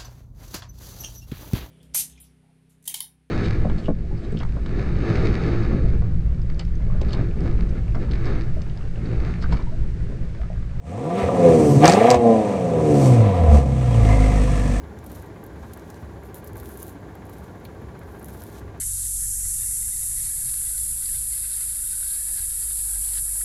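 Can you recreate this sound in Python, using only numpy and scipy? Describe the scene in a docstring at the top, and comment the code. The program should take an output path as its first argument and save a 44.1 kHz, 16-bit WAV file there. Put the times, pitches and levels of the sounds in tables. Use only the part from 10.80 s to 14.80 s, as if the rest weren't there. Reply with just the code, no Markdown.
"""Two blips of a V8 with a sports exhaust, heard from behind on an open road, then the revs sink to idle.
The firings give deep tones; uneven cylinders growl and, with turbulent puffs, ring the pipes as a burble
and a bark. Gas rasps and hisses out of the tailpipes, unburnt fuel pops, and the throttle shuts with
a thud. The second blip sets off a few sharp cracks, and a faint whine falls away as the idle settles."""
import sys
import numpy as np
from scipy import signal
from scipy.fft import rfft, irfft, next_fast_len
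from scipy.io import wavfile
from scipy.ndimage import uniform_filter1d

SR = 44100
rng = np.random.default_rng(int(sys.argv[2]) if len(sys.argv) > 2 else 0)


def store_pcm(level_fs):
    """Save levels as 16-bit WAV."""
    pcm = np.round(np.clip(level_fs, -1, 1) * 32767).astype(np.int16)
    wavfile.write(sys.argv[1], SR, np.atleast_2d(pcm).T)


N = 176400

# Engine speed. Each row: time in seconds, firings per second.
ENGINE_SPEED = [(0.0, 49.6), (0.1, 82), (0.14, 96), (0.3, 170), (0.38, 197), (0.44, 192), (0.86, 149),
                (0.98, 138), (1.1, 171), (1.2, 217.49), (1.3, 250.5), (1.58, 219.4), (1.92, 166.3),
                (2.16, 144), (2.42, 110.76), (2.52, 93.3), (2.7, 74.3), (2.86, 66), (3.0, 64), (3.26, 53),
                (4.0, 48.5)]
# Relative strength of each cylinder's pulse, in firing order.
CYLINDER_STRENGTHS = [1.5, 1.2, 1.05, .6, .9, .5, 1.4, .8]
# The deep note. 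Each row: time in seconds, levels in dB of harmonics 1, 2 and 3 of the firing rate.
TONE_LEVELS = [(0.0, -57, -57.5, -88), (0.08, -34.5, -39.5, -47), (0.4, -27, -29.5, -52),
               (0.46, -32, -38, -39), (0.66, -19, -30.5, -13), (0.84, -25, -17, -22.5),
               (0.95, -12.5, -26.5, -27), (1.05, -16, -15, -27), (1.14, -21, -27, -38),
               (1.3, -22, -14.5, -13.5), (1.39, -28, -23, -30), (1.48, -15, -15, -18.5),
               (1.68, -29, -32, -54), (1.86, -27, -52, -27.5), (2.12, -21, -17.5, -21),
               (2.26, -14, -23, -45), (2.41, -9.5, -21.5, -46), (2.54, -21.5, -29.5, -37.5),
               (2.76, -6, -23.5, -20), (2.82, -21, -23, -36.5), (3.05, -23.5, -19, -48),
               (3.25, -16, -14, -29), (3.5, -15, -26.5, -29), (4.0, -21, -32, -33)]
# Ring of the pipes. Each row: time in seconds, burble level and bark level in dB before their trims.
PIPE_LEVELS = [(0.0, -55, -54.5), (0.12, -29, -34), (0.32, -27, -23), (0.52, -18.5, -23.5),
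               (0.72, -16.5, -17), (1.0, -11.5, -24), (1.04, -27, -6.5), (1.12, -29, -14.5),
               (1.345, -18, -16.5), (1.385, -21, -27), (1.5, -23.5, -25), (1.86, -20.5, -25.5),
               (2.26, -15, -19), (2.55, -24, -21), (2.76, -19.5, -18.5), (2.84, -21, -27),
               (2.98, -22.5, -30.5), (3.3, -18.5, -23), (4.0, -22, -31.5)]
# Tailpipe resonances. Each row: pitch in Hz, width in Hz, relative level in dB.
TAILPIPE_MODES = [(492.4, 89, 9), (552.6, 50, 1), (700, 56, 7.5), (796, 43, -6), (983.5, 63, -4),
                  (1179, 32, -8)]


def from_db(db):
    """Decibels to gain."""
    return 10 ** (np.asarray(db) / 20)


def rms_one(x):
    """Scale to unit power."""
    return x / np.sqrt(np.mean(x ** 2) + 1e-20)


def hold_level(x, size):
    """Ride the power to 1 over windows of `size` samples, leaving single pulses alone."""
    power = uniform_filter1d(uniform_filter1d(x * x, size), size)
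    return x / np.sqrt(np.abs(power) + 1e-14)


def curves(rows):
    """One curve for each column after the time, its points joined by straight lines."""
    times, *columns = np.transpose(rows)
    return [np.interp(np.arange(N) / SR, times, column) for column in columns]


def since(start):
    """Seconds after a moment, zero before it."""
    return np.maximum(np.arange(N) / SR - start, 0)


def cut(x, hz, kind, order=2):
    """Butterworth filter."""
    return signal.sosfilt(signal.butter(order, hz, kind, fs=SR, output="sos"), x)


def drift(hz):
    """Random wander of unit power, mostly slower than `hz`."""
    return rms_one(cut(rng.standard_normal(N + SR), hz, "low")[SR:])


def colour(x, spectrum):
    """Equalise to a spectrum at unit power gain; minimum phase keeps the attacks sharp."""
    size = next_fast_len(N + SR // 4, real=True) // 2 * 2
    hz, db = np.transpose(spectrum)
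    log_hz = np.log(np.fft.rfftfreq(size, 1 / SR) + 1)
    gain = rms_one(from_db(np.interp(log_hz, np.log(hz), db)))
    cepstrum = irfft(np.log(gain))
    fold = np.r_[1, np.full(size // 2 - 1, 2), 1, np.zeros(size // 2 - 1)]
    return irfft(rfft(x, size) * np.exp(rfft(cepstrum * fold)))[:N]


def resonate(x, hz, width_hz):
    """One resonance with gain 1 at its peak."""
    radius = np.exp(-np.pi * width_hz / SR)
    feedback = [1, -2 * radius * np.cos(2 * np.pi * hz / SR), radius ** 2]
    return signal.lfilter(np.array([1, 0, -1]) * (1 - radius ** 2) / 2, feedback, x)


def ring_body(x, modes):
    """Steep-sided resonances side by side."""
    return sum(from_db(db) * resonate(resonate(x, hz, width), hz, width) for hz, width, db in modes)


def engine_load():
    """1 while the throttle is held open on the second blip, with soft edges."""
    open_s, shut_s = 1.03, 1.36
    t = np.arange(N) / SR
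    return uniform_filter1d(((t > open_s) & (t < shut_s)) * 1., size=900)


def throb(firing_count):
    """A gain that swells once per engine cycle under load."""
    depth, peak_firing = .65, 4.4
    cycles = (firing_count - peak_firing) / len(CYLINDER_STRENGTHS)
    return 1 + depth * engine_load() * np.cos(2 * np.pi * cycles)


def whine():
    """A breathy, fluttering band of air noise falls in pitch, perhaps a turbo slowing."""
    # Each row: time in seconds, pitch in Hz, level in dB.
    glide = [(2.98, 3000, -89), (3.135, 3280, -49), (3.152, 2750, -45), (3.18, 2070, -56),
             (3.32, 2080, -37.5), (3.53, 2070, -44), (3.62, 1760, -48), (4, 1750, -46.5)]
    flutter_db = 1.8
    hz, db = curves(glide)
    phase = 2 * np.pi * np.cumsum(hz) / SR
    level = from_db(db + flutter_db * drift(20))
    return level * (drift(50) * np.sin(phase) + drift(66) * np.cos(phase))


def escaping_gas(flow):
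    """Rasp and hiss at the pipe mouths, pulsing with the flow; the rasp echoes along the tailpipe."""
    # Each row: time in seconds, rasp level in dB, hiss level in dB.
    gas_levels = [(0.0, -71, -76.39), (0.08, -52, -58.5), (0.34, -42.5, -53), (0.4, -32.5, -48),
                  (0.52, -42, -50), (0.68, -35.5, -42.5), (0.92, -43.5, -39), (1.0, -40, -41),
                  (1.05, -20, -37.5), (1.09, -21.5, -31), (1.14, -27, -32.5), (1.17, -28, -40.5),
                  (1.35, -28.5, -44), (1.39, -42, -51), (1.52, -39.5, -48), (1.95, -43.5, -51),
                  (2.26, -39.5, -37), (2.45, -37.5, -51), (2.68, -41, -51.5), (2.75, -36, -41),
                  (2.85, -47, -54), (3.3, -36, -43.5), (4.0, -40.5, -45)]
    # Tone colours of the two noises. Each row: frequency in Hz, relative level in dB.
    rasp_spectrum = [(900, -2), (1250, 5.5), (1470, -7.5), (1680, -0.5), (2400, -1), (3000, -8),
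                     (3900, -10.5), (7000, -35)]
    hiss_spectrum = [(2500, 0.5), (3800, -6.5), (4450, -0.5), (4900, -3.5), (6050, 2), (6800, -1),
                     (8600, 1), (9900, -10.5), (13500, -26), (16000, -33)]
    rasp_pulsing, hiss_pulsing = 0.28, 0.23
    round_trips_hz, echo_kept = 166.7, 0.31
    air_band_hz, air_db = (9200, 13300), -16
    rasp_db, hiss_db = curves(gas_levels)
    rasp = rng.standard_normal(N) * (1 + rasp_pulsing * (flow - 1))
    rasp = cut(colour(rasp, rasp_spectrum), 520, "high", order=4)
    echo_loop = np.r_[1, np.zeros(int(SR / round_trips_hz) - 1), -echo_kept]
    rasp = signal.lfilter([1], echo_loop, rasp)
    hiss = rng.standard_normal(N) * (1 + hiss_pulsing * (flow - 1))
    hiss = cut(colour(hiss, hiss_spectrum), 2700, "high")
    air = rms_one(cut(rng.standard_normal(N), air_band_hz, "band"))
    air *= from_db(air_db + hiss_db - rasp_db)  # airier where the hiss outweighs the rasp
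    return from_db(rasp_db) * rms_one(rasp) + from_db(hiss_db) * (rms_one(hiss) + air)


def throttle_thuds():
    """A low thud follows each shutting of the throttle."""
    # Each row: start in seconds, level in dB.
    thuds = [(0.428, -19), (1.354, -22)]
    pitch_hz, rise_s = 82.6, 0.015
    out = np.zeros(N)
    for start, db in thuds:
        age = since(start)
        envelope = age / rise_s * np.exp(1 - age / rise_s)
        out += from_db(db) * envelope * np.sin(2 * np.pi * pitch_hz * age)
    return out


def fuel_pops():
    """Short bursts of unburnt fuel ring the tailpipes as dull pops."""
    # Each row: start in seconds, peak level in dB.
    pops = [(.437, -11), (0.488, -9), (1.029, -9)]
    decay_s = 0.0014
    out = np.zeros(N)
    for start, db in pops:
        age = since(start)
        burst = (age > 0) * np.exp(-age / decay_s) * rng.standard_normal(N)
        pop = ring_body(burst + 1e-18, TAILPIPE_MODES)
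        out += from_db(db) * pop / np.abs(pop).max()
    return out


def exhaust_cracks():
    """Each crack is a millisecond burst with a short tail and a brightness of its own."""
    # Each row: start in seconds, level in dB before filtering, top edge in Hz.
    cracks = [(1.0435, -10, 5000), (1.0561, -3, 6150), (1.0692, -17.5, 6300), (1.079, -4, 10100),
              (1.097, -12.5, 8950), (1.122, -12, 6440), (1.136, -14, 6450), (1.3035, -8, 12870),
              (1.312, -11, 9000), (1.3448, -18, 7900)]
    # Tone colour of all the cracks. Each row: frequency in Hz, relative level in dB.
    crack_spectrum = [(2400, 2), (3500, -7.5), (4500, 2.5), (7400, 2.5), (9500, -10), (15000, -24)]
    snap_s, tail_s, tail_db = .0008, .011, -16
    out = np.zeros(N)
    for start, db, top_hz in cracks:
        age = since(start)
        envelope = (age > 0) * (np.exp(-age / snap_s) + from_db(tail_db) * np.exp(-age / tail_s))
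        burst = (envelope + 1e-18) * np.sign(rng.standard_normal(N))
        out += from_db(db) * cut(burst, top_hz, "low", order=6)
    return colour(out, crack_spectrum)


def idle_buzz(firing_count):
    """Higher harmonics of the firings come forward once the engine is slow, following the burble."""
    # Relative levels in dB of harmonics 4, 5 and 6.
    harmonic_db = [-41.5, -28, -34.5]
    idle_below_hz, flutter_db, trim_db = 56.6, 2, 16.5
    firing_hz, = curves(ENGINE_SPEED)
    burble_db, _ = curves(PIPE_LEVELS)
    level = from_db(burble_db + trim_db) / (1 + (firing_hz / idle_below_hz) ** 10)
    buzz = sum(from_db(db + flutter_db * drift(1.9)) * np.cos(2 * np.pi * k * firing_count)
               for k, db in enumerate(harmonic_db, 4))
    return -np.sqrt(2) * level * buzz


def cylinder_growl(firing_count):
    """The cylinders differ, so tones sound between the harmonics of the firing rate."""
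    # The multiples of the eight-firing cycle that sound, and the relative level of each in dB.
    multiples = [4, 5, 7, 9, 11, 12, 17, 19, 20, 23, 25, 27, 28, 36]
    multiple_db = [-6.5, -18, -15, -11.5, -11.5, -1.5, -12, -6.5, 1.5, -4.5, -6, -10, -5, -12.5]
    # Strongest as the revs fall after each blip. Each row: time in seconds, overall gain in dB.
    swell = [(0, -51), (.53, -34.5), (.68, -20.5), (.9, -30), (1.0, -29), (1.3, -25), (1.39, -29),
             (1.5, -21.5), (1.8, -32.5), (2.15, -27.5), (2.55, -37), (4, -34)]
    flutter_db = 2
    cycles = firing_count / len(CYLINDER_STRENGTHS)
    swell_db, = curves(swell)
    growl = sum(from_db(db + flutter_db * drift(7.1)) * np.cos(2 * np.pi * (k * cycles + rng.random()))
                for k, db in zip(multiples, multiple_db))
    return cut(np.sqrt(2) * from_db(swell_db) * growl, 62, "high", order=4)


def ringing_pipes(firing_count, pulses, flow):
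    """Pulses and turbulent puffs ring the silencer as a low burble and the tailpipes as a bark."""
    # Silencer resonances. Each row: pitch in Hz, width in Hz, relative level in dB.
    silencer_modes = [(87, 67, 1.5), (116.7, 35.5, 11), (213.3, 98, 8), (254, 20, 0)]
    turbulence_db, puff_depth = 3, 0.7
    load_turbulence_db, load_resonance_db = -3, 7
    burble_trim_db, bark_trim_db = -7, -2
    burble_db, bark_db = curves(PIPE_LEVELS)
    load = engine_load()
    puffs = (1 + puff_depth * (flow - 1)) * rng.standard_normal(N)
    # Under load the pulses stand out over the turbulence and one pipe resonance comes forward.
    drive = from_db(turbulence_db + load_turbulence_db * load) * puffs - pulses
    burble = cut(ring_body(drive, silencer_modes), 55, "high", order=4)
    burble = from_db(burble_db + burble_trim_db) * hold_level(burble, size=1100)
    bark = ring_body(drive, TAILPIPE_MODES)
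    bark += load * from_db(load_resonance_db) * resonate(bark, hz=795, width_hz=130)
    bark = from_db(bark_db + bark_trim_db) * hold_level(bark, size=900)
    return burble + throb(firing_count) * bark


def firings():
    """The cylinders fire in turn: a running count, uneven pulses, and the gas flow after each pulse."""
    speed_wobble, pulse_scatter = .002, 0.2
    firing_hz, = curves(ENGINE_SPEED)
    firing_count = np.cumsum(firing_hz * (1 + speed_wobble * drift(25))) / SR
    number = firing_count.astype(int)
    strength = np.take(CYLINDER_STRENGTHS, number, mode="wrap") / np.mean(CYLINDER_STRENGTHS)
    strength += pulse_scatter * rng.standard_normal(N)[number]
    clicks = np.diff(number, prepend=0) * strength
    # The clicks lose their mean and lowest harmonics, leaving room for the deep note.
    low_harmonics = sum(np.cos(2 * np.pi * k * firing_count) for k in range(1, len(TONE_LEVELS[0])))
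    low_end = firing_hz / SR * (1 + 2 * low_harmonics)
    pulses = (clicks - low_end) / np.sqrt(firing_hz / SR)
    flow = rms_one(np.abs(strength) ** 0.97 * np.exp(-2.5 * (firing_count % 1)))
    return firing_count, pulses, flow


def deep_note(firing_count):
    """The first three harmonics of the firing rate flutter in level and throb under load."""
    flutter_db = 2
    note = sum(from_db(db + flutter_db * drift(33.3)) * np.cos(2 * np.pi * k * firing_count)
               for k, db in enumerate(curves(TONE_LEVELS), 1))
    return -np.sqrt(2) * throb(firing_count) * note


def scene():
    """The whole exhaust in mono; the same firings drive the tones, the pipes and the gas."""
    firing_count, pulses, flow = firings()
    rumble = cylinder_growl(firing_count) + ringing_pipes(firing_count, pulses, flow)
    rumble += fuel_pops() + throttle_thuds()
    rumble -= resonate(rumble, hz=599, width_hz=25)  # a side chamber cancels one narrow band
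    tones = deep_note(firing_count) + idle_buzz(firing_count)
    return (tones + rumble + escaping_gas(flow) + exhaust_cracks() + whine())[None]


def record(dry):
    """The loudest peaks clip, and the highest treble is cut away."""
    ceiling, cutoff_hz = 0.92, 16900
    low_pass = signal.cheby2(12, 70, cutoff_hz, fs=SR, output="sos")
    return signal.sosfilt(low_pass, np.clip(dry, -ceiling, ceiling))


dry = scene()
out = record(dry)
store_pcm(out)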